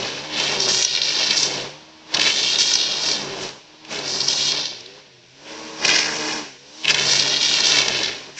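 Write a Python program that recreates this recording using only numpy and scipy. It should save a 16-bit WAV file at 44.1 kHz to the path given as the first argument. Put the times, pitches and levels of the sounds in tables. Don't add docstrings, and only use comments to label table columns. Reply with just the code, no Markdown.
import sys
import numpy as np
from scipy import signal
from scipy.fft import rfft, irfft
from scipy.io import wavfile
from scipy.ndimage import uniform_filter1d, map_coordinates

SR = 44100
rng = np.random.default_rng(int(sys.argv[2]) if len(sys.argv) > 2 else 0)


def master_out(mix):
    frames = np.transpose(np.atleast_2d(mix))
    ceiling = np.clip(frames, -1, 1)
    pcm = np.round(ceiling * 32767).astype(np.int16)
    wavfile.write(sys.argv[1], SR, pcm)


N = 369999

# (frequency [Hz], level [dB])
SPRAY_COLOUR = [(600, -29), (1000, -2), (1250, -20.5), (1450, -5.5), (1850, -4.5), (2080, -4.5), (2400, -1),
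                (3300, -0.5), (4200, 0.5), (5850, -1), (6450, -9.5), (7400, -15), (8200, -29),
                (9000, -26.5)]
# (time [s], lag of the wall reflection [ms])
WALL_LAG = [(0, 2.35), (.4, 2.26), (.85, 2.11), (1.5, 2.27), (2.15, 2.32), (2.5, 2.18), (2.85, 2.12),
            (3.2, 2.2), (3.45, 2.34), (3.9, 2.34), (4.15, 2.18), (4.4, 2.12), (4.8, 2.27), (5.7, 2.47),
            (6.9, 2.33), (7.15, 2.18), (7.38, 2.11), (7.65, 2.18), (7.9, 2.28), (8.15, 2.33)]
# (time [s], reflected share [0-1])
HARD_GROUND = [(5.1, 0.02), (5.55, 0.34), (5.9, 0.38), (6.1, 0.55), (6.4, 0.4), (6.8, 0.23)]
WALL_SHARE = .9
CRUISE_HZ = 145


def undb(db):
    return 10 ** (np.asarray(db) / 20)


def unit(x):
    return x / np.sqrt(np.mean(x ** 2))


def power_db(gains):
    return 10 * np.log10(sum(g ** 2 for g in gains))


def curves(table):
    s, *columns = np.transpose(table)
    return [np.interp(np.arange(N) / SR, s, c) for c in columns]


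def walk(rate):
    k = int(SR / rate)
    held = np.repeat(rng.standard_normal(N // k + 1), k)
    return 1.25 * uniform_filter1d(held, k)[:N]


def swell(start, end, attack, release):
    t = np.arange(0, N / SR, .001)
    distance = np.maximum((start - t) / attack, (t - end) / release)
    gain = undb(-20 * np.clip(distance, 0, 10))
    return np.interp(np.arange(N) / SR, t, gain)


def colour(x, points, size=4096):
    hz, db = np.transpose(points)
    bins_hz = np.arange(size // 2 + 1) * SR / size
    gain_db = np.interp(np.log(bins_hz + 1), np.log(hz), db)
    cepstrum = irfft(np.log(undb(gain_db)))
    cepstrum[1:size // 2] *= 2
    cepstrum[size // 2 + 1:] = 0
    impulse = irfft(np.exp(rfft(cepstrum)))
    return signal.fftconvolve(x, impulse)[:len(x)]


def split(x, hz):
    low = signal.sosfiltfilt(signal.butter(4, hz, fs=SR, output="sos"), x)
    return low, x - low


def delayed(x, seconds):
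    return map_coordinates(x, [np.arange(N) - seconds * SR], order=3)


def per_turn(turns, depth):
    return unit(np.exp(depth * np.cos(2 * np.pi * turns)))


def harmonics(turns, orders, flutter_db):
    # (frequency [Hz], half width [Hz], lift [dB])
    housing = [(215, 14, 2.5), (388, 32, 4), (615, 28, 5)]
    rate, grid_hz = np.gradient(turns) * SR, np.arange(SR // 20)
    lift = sum(db * np.exp(-((grid_hz - hz) / width) ** 2) for hz, width, db in housing)
    out = np.zeros(N)
    for k, db in orders:
        level_db = db + np.interp(k * rate, grid_hz, lift) + flutter_db * walk(22)
        out += undb(level_db) * np.sin(2 * np.pi * (k * turns + rng.random()))
    return out * np.sqrt(2)


def bounced(x):
    ground, = curves(HARD_GROUND)
    notch_hz = 3670
    return x + ground * delayed(x, .5 / notch_hz)


def surroundings(x):
    x = bounced(x)
    t = np.arange(SR // 2) / SR
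    tail = rng.standard_normal(len(t)) * undb(-60 * t / 0.04) * (t > .008)
    return x + undb(-14.0) * signal.fftconvolve(x, tail / np.linalg.norm(tail))[:N]


def street():
    # (frequency [Hz], level [dB])
    street_colour = [(25, -6), (70, -1), (150, 3.5), (400, -4.5), (1200, -10.5), (4000, -12.5), (8000, -30)]
    return undb(-64.0) * unit(colour(rng.standard_normal(N), street_colour))


def sweeping(hz):
    # (air, hiss, hum, engine [dB])
    clear_levels = (-56, -52.5, -65, -62)
    # (air, hiss, hum, engine [dB per Hz])
    clear_per_hz = (0.19, 0.1, -0.098, -0.17)
    # (start [s], end [s], torn air [dB], then relative to it
    # hiss [dB], hum [dB], engine [dB], attack [s], release [s])
    sweeps = [(0, 0.044, -31, 1.5, -12, -14, .1, 0.6), (0.407, 0.708, -29.5, -6.5, -15, -4.5, 0.22, 0.24),
              (1.162, 1.361, -35, 4.5, -14.5, -9.5, 0.64, 0.14),
              (1.438, 1.622, -32, -1, -11.5, -4.5, .2, 0.2),
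              (2.155, 2.267, -30.5, 0.5, -18.5, -8, 0.075, 0.31),
              (2.387, 3.02, -36, 1.5, -17, -10, 0.11, 0.34),
              (3.093, 3.462, -33, -4, -14.5, -7.5, 0.2, 0.15),
              (3.924, 4.174, -33.5, -2, -14, -5, 0.087, 0.44),
              (4.305, 4.589, -34.5, 0.5, -16, -12.5, .2, 0.28), (4.762, 4.987, -55.5, 5.5, -6, 1, .1, 0.13),
              (5.514, 5.822, -43, 3.5, -15, -1.5, .2, 0.13), (5.846, 5.993, -28, -2, -28, -12, 0.079, 0.16),
              (6.07, 6.378, -34.5, 4.5, -14.5, -5.5, 0.11, 0.2),
              (6.877, 7.263, -31.5, -3.5, -12.5, -5.5, .06, 0.43),
              (7.601, 7.998, -30.5, 1, -17.5, -13, .5, 0.39)]
    air, hiss, hum, motor = ([undb(db + per_hz * (hz - CRUISE_HZ))]
                             for db, per_hz in zip(clear_levels, clear_per_hz))
    for start, end, db, hiss_db, hum_db, engine_db, attack, release in sweeps:
        shape = swell(start, end, attack, release)
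        air.append(undb(db) * shape)
        hiss.append(undb(db + hiss_db) * shape)
        hum.append(undb(db + hum_db) * shape)
        motor.append(undb(db + engine_db) * shape ** 2)
    return [power_db(layer) for layer in (air, hiss, hum, motor)]


def engine(passes, db):
    # (multiple of the firing rate, level [dB])
    exhaust_orders = [(1, -19), (2, -5.5), (3, -9), (4, 1.5), (5, -3.5), (6, -10.5), (7, -9), (8, -16),
                      (9, -14), (10, -12)]
    # (start [s], end [s], level [dB])
    singing_spells = [(.1, .42, -45), (.98, 1.08, -48), (1.54, 1.605, -39.5), (1.68, 1.734, -54),
                      (4.796, 4.96, -56), (5.0, 5.1, -64), (5.5, 5.85, -50), (6.58, 6.72, -59),
                      (7.051, 7.12, -45)]
    firings_per_pass = .708
    firings = firings_per_pass * passes + 0.009 * walk(60)
    puffs = rng.standard_normal(N) * per_turn(firings, depth=1.05)
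    gas = bounced(colour(puffs, SPRAY_COLOUR))
    note = unit(harmonics(firings, exhaust_orders, flutter_db=3.5)) + undb(-1) * unit(gas)
    singing = sum(undb(peak_db) * swell(start, end, attack=.16, release=.15)
                  for start, end, peak_db in singing_spells)
    fifth = harmonics(firings, [(5, 0)], flutter_db=2.5)
    return undb(db) * note + singing * fifth


def lines(passes, hum_db):
    # (multiple of the pass rate, level [dB])
    hum_orders = [(1, 0.5), (3, -9)]
    # (multiple of the pass rate, level [dB])
    overtone_orders = [(.5, -19), (1.5, -13), (2, 0), (3, -12), (4, -13), (4.5, -13), (5.5, -13), (6, -9),
                       (6.5, -12), (7, -15)]
    # (multiple of the pass rate, level [dB])
    whine_orders = [(.5, -15), (1.5, -9), (3, 0), (4, -5), (4.5, -11), (5, -5), (5.5, -1.5), (6, -6),
                    (6.5, -9), (7, -6), (7.5, -9), (8, -11), (9, -10)]
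    # (time [s], level [dB])
    overtone_levels = [(0.1, -54), (.37, -38), (.55, -51), (.9, -62), (1.25, -42), (1.65, -53), (1.85, -53),
                       (2.05, -52.5), (2.25, -42), (2.42, -49), (2.95, -49.5), (3.2, -41.5), (3.45, -60),
                       (3.68, -61), (3.9, -49), (4.6, -46.5), (4.72, -60), (5.0, -62), (5.28, -75),
                       (5.52, -44), (5.85, -43.5), (6.25, -38), (6.4, -38.5), (6.57, -64.5), (6.82, -47.5),
                       (7.65, -44), (8.3, -58)]
    (ground,), (overtone_db,) = curves(HARD_GROUND), curves(overtone_levels)
    flexing = passes + 0.0061 * walk(40)
    whine_db = -16 + 26.5 * ground
    whine = undb(whine_db) * harmonics(flexing, whine_orders, flutter_db=1.7)
    overtones = harmonics(flexing, overtone_orders, flutter_db=2.0) + whine
    hum = harmonics(passes, hum_orders, flutter_db=2.0)
    return undb(hum_db) * hum + undb(overtone_db) * overtones


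def rush(passes, hz, db):
    # (frequency [Hz], level [dB])
    air_colour = [(25, -14), (60, -16), (110, -11), (190, -3), (265, -6), (380, 4), (490, -1.5), (620, 2.5),
                  (710, -3), (860, -0.5), (1060, -1.5), (1280, -7.5), (1700, -6.5), (3000, -52.5)]
    gusts = undb(1.4 * walk(45))
    eddies = rng.standard_normal(N) * per_turn(passes, depth=0.36) * gusts
    low, high = split(unit(colour(eddies, air_colour)), hz=686)
    tilt_db = 0.1 * (hz - CRUISE_HZ)
    return undb(db - 1.0) * (undb(-tilt_db) * low + undb(tilt_db) * high)


def scrapes():
    # (start [s], end [s], level [dB], resonance [Hz])
    stalks = [(0.332, 0.365, -39, 3600), (.43, .48, -29, 3400), (2.283, 2.31, -27, 2500),
              (5.472, 5.505, -40, 2830), (6.0, 6.058, -27.5, 2400), (6.04, 6.13, -33.5, 1690),
              (6.843, 6.856, -26, 2905), (6.879, 6.899, -23, 2900)]
    grain = rng.standard_normal(N) * undb(3.9 * walk(400))
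    out = np.zeros(N)
    for start, end, db, hz in stalks:
        b, a = signal.iirpeak(hz, 2.15, fs=SR)
        once = signal.lfilter(b, a, grain)
        rasp = unit(signal.lfilter(b, a, once))
        out += undb(db) * rasp * swell(start, end, attack=.012, release=.02)
    return out


def strikes():
    # (time [s], peak level [dB], ringing pitch [Hz], ring against snap [dB])
    grit = [(0.0293, -16, 3000, 4), (.4004, -6, 5530, -9), (.603, -7, 5400, 12), (.688, -8, 5700, 18),
            (.7456, -4, 5000, -6), (0.8493, -1.5, 5830, 13), (0.9506, -8, 3760, 9), (.952, -8, 3787, 9),
            (0.9623, -11, 4200, 15), (1.0174, -4, 3970, 19), (1.3084, -2.5, 4170, 2), (1.380, -10, 5000, 6),
            (1.431, -5, 5995, 11), (1.5402, -16.5, 4500, 0), (2.1412, -7, 4500, -11), (2.146, -1, 4680, 0),
            (2.1509, -9, 4500, -2), (2.1694, -9, 2980, -4), (2.172, -8, 2800, 3), (2.1966, -3, 3870, -12),
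            (2.2159, -3, 2570, -3), (2.3055, -9, 2610, 0), (2.5329, -9, 4250, 5), (2.558, -5.5, 3830, 9),
            (2.5879, -6, 5700, 0), (2.6074, -4.5, 5000, 1), (2.738, -3, 5930, 16), (2.755, -1.5, 5390, 4),
            (3.087, -8, 4500, 0), (3.115, -9, 5464, 19), (3.4905, -19.5, 4500, -3), (3.850, -26.5, 2612, 2),
            (3.913, -25, 2500, 1), (3.9587, -17, 3500, 0), (3.9891, -14, 3997, -3),
            (4.2053, -6.5, 4570, 24), (4.2154, -14, 4500, 17), (4.2848, -4.5, 5650, 18),
            (4.520, -11, 4000, 4), (4.6555, -12, 4770, 8), (4.807, -27, 5600, 6), (4.8613, -24.5, 4160, 12),
            (5.849, -3, 2380, 1), (5.8518, -1, 2400, -4), (5.8545, -4, 4795, -4), (5.8814, -1, 4800, -8),
            (5.901, -2.5, 3200, -2), (5.9615, -4, 2060, -6), (5.9886, -3, 2400, 0), (6.846, -12, 2887, 16),
            (6.854, -8.5, 2720, 19), (6.881, -5, 2880, 18), (6.8983, -3.5, 3020, -1),
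            (6.9073, -1, 4800, -6), (6.913, -5, 5000, -3), (6.9454, -0.5, 3370, 1), (6.997, -6, 3007, -3),
            (7.115, -8, 5000, 4), (7.134, -3, 5035, -12), (7.196, -1.5, 4474, 8), (7.429, -6, 4800, 4),
            (7.540, -5, 4510, 2), (7.6051, -3.5, 4494, 0), (7.669, -2, 4976, 1), (7.7203, -1, 3706, -1),
            (7.7872, 0, 4173, -14), (7.8167, -4, 3190, -5), (7.8829, -1, 3460, -12), (8.0334, -6, 3982, 3),
            (8.045, -9, 3800, 8)]
    length, lead = 2048, 400
    out = np.zeros(N + length)
    t = (np.arange(length) - lead) / SR
    splinters = np.where(t < 0, np.exp(-np.abs(t) / 0.003), np.exp(-np.abs(t) / 0.0035))
    for s, db, hz, ring_db in grit:
        burst = 0.045 * rng.standard_normal(length) * splinters
        burst[lead] += 1
        snap = colour(burst, SPRAY_COLOUR)
        ring = signal.lfilter(*signal.iirpeak(hz, 5.0, fs=SR), snap)
        snap = unit(snap) + undb(ring_db) * unit(ring)
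        i = int(s * SR) - lead
        out[i:i + length] += undb(db) * snap / np.abs(snap).max()
    direct = out[:N]
    wall_ms, = curves(WALL_LAG)
    return direct + WALL_SHARE * delayed(direct, wall_ms / 1000)


def biting(hiss_db):
    # (start [s], end [s], shredding [dB], coarse stalks relative [dB],
    # thin against thick blades [dB], fine spray relative [dB], attack [s], release [s])
    bites = [(.335, 0.4, -29.5, -3, -11, -24, .05, 0.063), (0.38, 0.567, -25, -2.5, -2, -10, 0.038, 0.058),
             (0.618, 0.66, -21, -17, 9, -11, 0.038, 0.039),
             (0.688, 0.83, -21.5, -9, 3.5, -3.5, 0.023, 0.057),
             (0.891, 0.94, -21, -13.5, 3.5, -17, 0.08, 0.043),
             (.962, 0.99, -21.5, -11, -1, -19, 0.018, .05), (1.033, 1.33, -20.5, -11.5, 3, -18, .03, 0.1),
             (1.308, 1.296, -18.5, -1, 1, -6.5, 0.006, 0.08), (1.38, 1.415, -22.5, -14, 9, -4, 0.054, 0.2),
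             (2.209, 2.31, -20.5, -1.5, -1, -9.5, 0.025, 0.016),
             (2.321, 2.5, -20, -15.5, -3.5, -11, 0.043, 0.41),
             (2.59, 2.625, -17.5, -11, -5.5, -5, 0.012, 0.048),
             (2.665, 2.72, -18, -18.5, 3.5, -10.5, 0.068, 0.16),
             (2.787, 2.91, -21.5, -22, -0.5, -20, 0.054, 0.3),
             (3.053, 3.133, -22.5, -10.5, 4, -10, 0.21, 0.18), (3.443, 3.395, -33, 0, 2, 0.5, 0.077, 0.16),
             (3.916, 3.96, -38, 5, -2.5, -0.5, 0.025, 0.094),
             (4.085, 4.28, -31.5, -22.5, 21, -3.5, 0.085, 0.12),
             (4.288, 4.5, -21.5, -21, -1.5, -9, .015, 0.085),
             (4.482, 4.61, -22.5, -19, 0.5, -23, 0.069, 0.21),
             (5.887, 5.993, -18.3, -1.5, 7, -15.5, 0.08, 0.16),
             (6.094, 6.33, -33.5, -2.5, 7, -8, 0.07, 0.12), (6.89, 6.912, -20, 5, 1.5, -12, .015, 0.011),
             (6.96, 7.012, -25, 4, -4.5, -11.5, 0.035, 0.13), (7.103, 7.19, -17, -11, -1, -11, 0.28, 0.06),
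             (7.206, 7.37, -18.5, -9, -3.5, -16.5, 0.047, 0.15),
             (7.425, 7.58, -16.5, -11, -4, -14.5, 0.061, 0.16),
             (7.66, 7.7, -14, -10.5, -4.5, -13.5, 0.06, 0.1),
             (7.755, 7.77, -14.5, -6.5, -6.5, -12.5, .05, .15),
             (7.915, 8.05, -24, -3.5, -7, -19, 0.07, 0.19), (8.383, 8.6, -37.5, 4, 3, -1, 0.034, .1)]
    hiss_mix_db = [-1, 0, 0, -11.5]
    power = np.outer(undb(hiss_mix_db), undb(hiss_db)) ** 2
    for start, end, db, coarse_db, thin_db, fine_db, attack, release in bites:
        mix = undb(db + np.array([coarse_db, -thin_db / 2, thin_db / 2, fine_db]))
        power += np.outer(mix ** 2, swell(start, end, attack, release) ** 2)
    return 10 * np.log10(power)


def snapping(passes):
    ticks_per_s, spread_ms = 2200, .014
    wall_ms, = curves(WALL_LAG)
    at = np.flatnonzero(rng.random(N) < ticks_per_s / SR * per_turn(passes, depth=0.45))
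    size_db = 3.6 * np.minimum(rng.exponential(size=len(at)), 3.0)
    sizes = undb(size_db) * rng.choice([-1, 1], len(at))
    lag = (wall_ms[at] + spread_ms * rng.standard_normal(len(at))) * SR / 1000
    direct = np.bincount(at, sizes, N)
    echoes = np.bincount(at + np.round(lag).astype(int), sizes, N)[:N]
    return unit(direct + WALL_SHARE * echoes)


def torn_grass(passes, bite):
    mix = np.sqrt(bite) * snapping(passes) + np.sqrt(1 - bite) * rng.standard_normal(N)
    return colour(mix * undb(0.57 * bite * walk(110)), SPRAY_COLOUR)


def tufts(x, hz, depth_db, rate):
    return sum(part * undb(depth_db * walk(rate)) for part in split(x, hz))


def shredding(passes, coarse_db, thick_db, thin_db, fine_db):
    db = (thick_db + thin_db) / 2
    bite = np.clip(0.9 / (1 + np.exp(-(db + 36.0) / 4)), 0, .98)
    spray, chaff = torn_grass(passes, bite), torn_grass(passes, bite)
    _, spray = split(spray, hz=1060)
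    coarse, rest = split(spray, hz=3100)
    blades, _ = split(rest, hz=5770)
    thick, thin = split(blades, hz=4210)
    _, fine = split(spray + chaff, hz=5750)
    coarse = unit(tufts(coarse, 2170, 2.0 * bite, rate=70))
    thick = unit(tufts(thick, 3650, 2.2 * bite, rate=45))
    thin = unit(tufts(thin, 4950, 2.2 * bite, rate=45))
    stalks_and_spray = undb(coarse_db - 2.5) * coarse + undb(fine_db - 0.03) * unit(fine)
    return undb(thick_db - 7.5) * thick + undb(thin_db - 7.5) * thin + stalks_and_spray


def scene():
    # (time [s], line passes per second [Hz])
    head_speed = [(0.0, 119.7), (0.27, 152.4), (0.34, 151.4), (0.9, 124.6), (1.1, 151.2), (1.29, 153.5),
                  (1.63, 134.2), (1.82, 157.1), (2.11, 156.2), (2.35, 143.1), (2.97, 155.9), (3.46, 131.7),
                  (3.69, 153.4), (3.89, 157.2), (4.02, 142.4), (4.14, 137.4), (4.62, 148.5), (4.77, 119),
                  (5.0, 149.9), (5.2, 122.4), (5.29, 124), (5.48, 154.9), (5.81, 157.7), (5.87, 150.7),
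                  (6.38, 154.9), (6.54, 129.7), (6.81, 157.2), (7.05, 138.5), (7.15, 136.2), (7.67, 155),
                  (8.1, 116.7), (8.39, 147)]
    hz, = curves(head_speed)
    passes = np.cumsum(hz * (1 + 0.0023 * walk(24.92))) / SR
    air_db, hiss_db, hum_db, engine_db = sweeping(hz)
    machine = engine(passes, engine_db) + lines(passes, hum_db) + rush(passes, hz, air_db)
    grass = undb(0.43) * shredding(passes, *biting(hiss_db))
    cutting = scrapes() + undb(2.5) * strikes() + grass
    return (street() + machine + surroundings(cutting))[None]


def record(dry):
    rounded = dry / (1 + (dry / .88) ** 6) ** (1 / 6)
    top_hz = 8600
    return signal.fftconvolve(rounded, signal.firwin(161, top_hz, fs=SR)[None], mode="same")


dry = scene()
out = record(dry)
master_out(out)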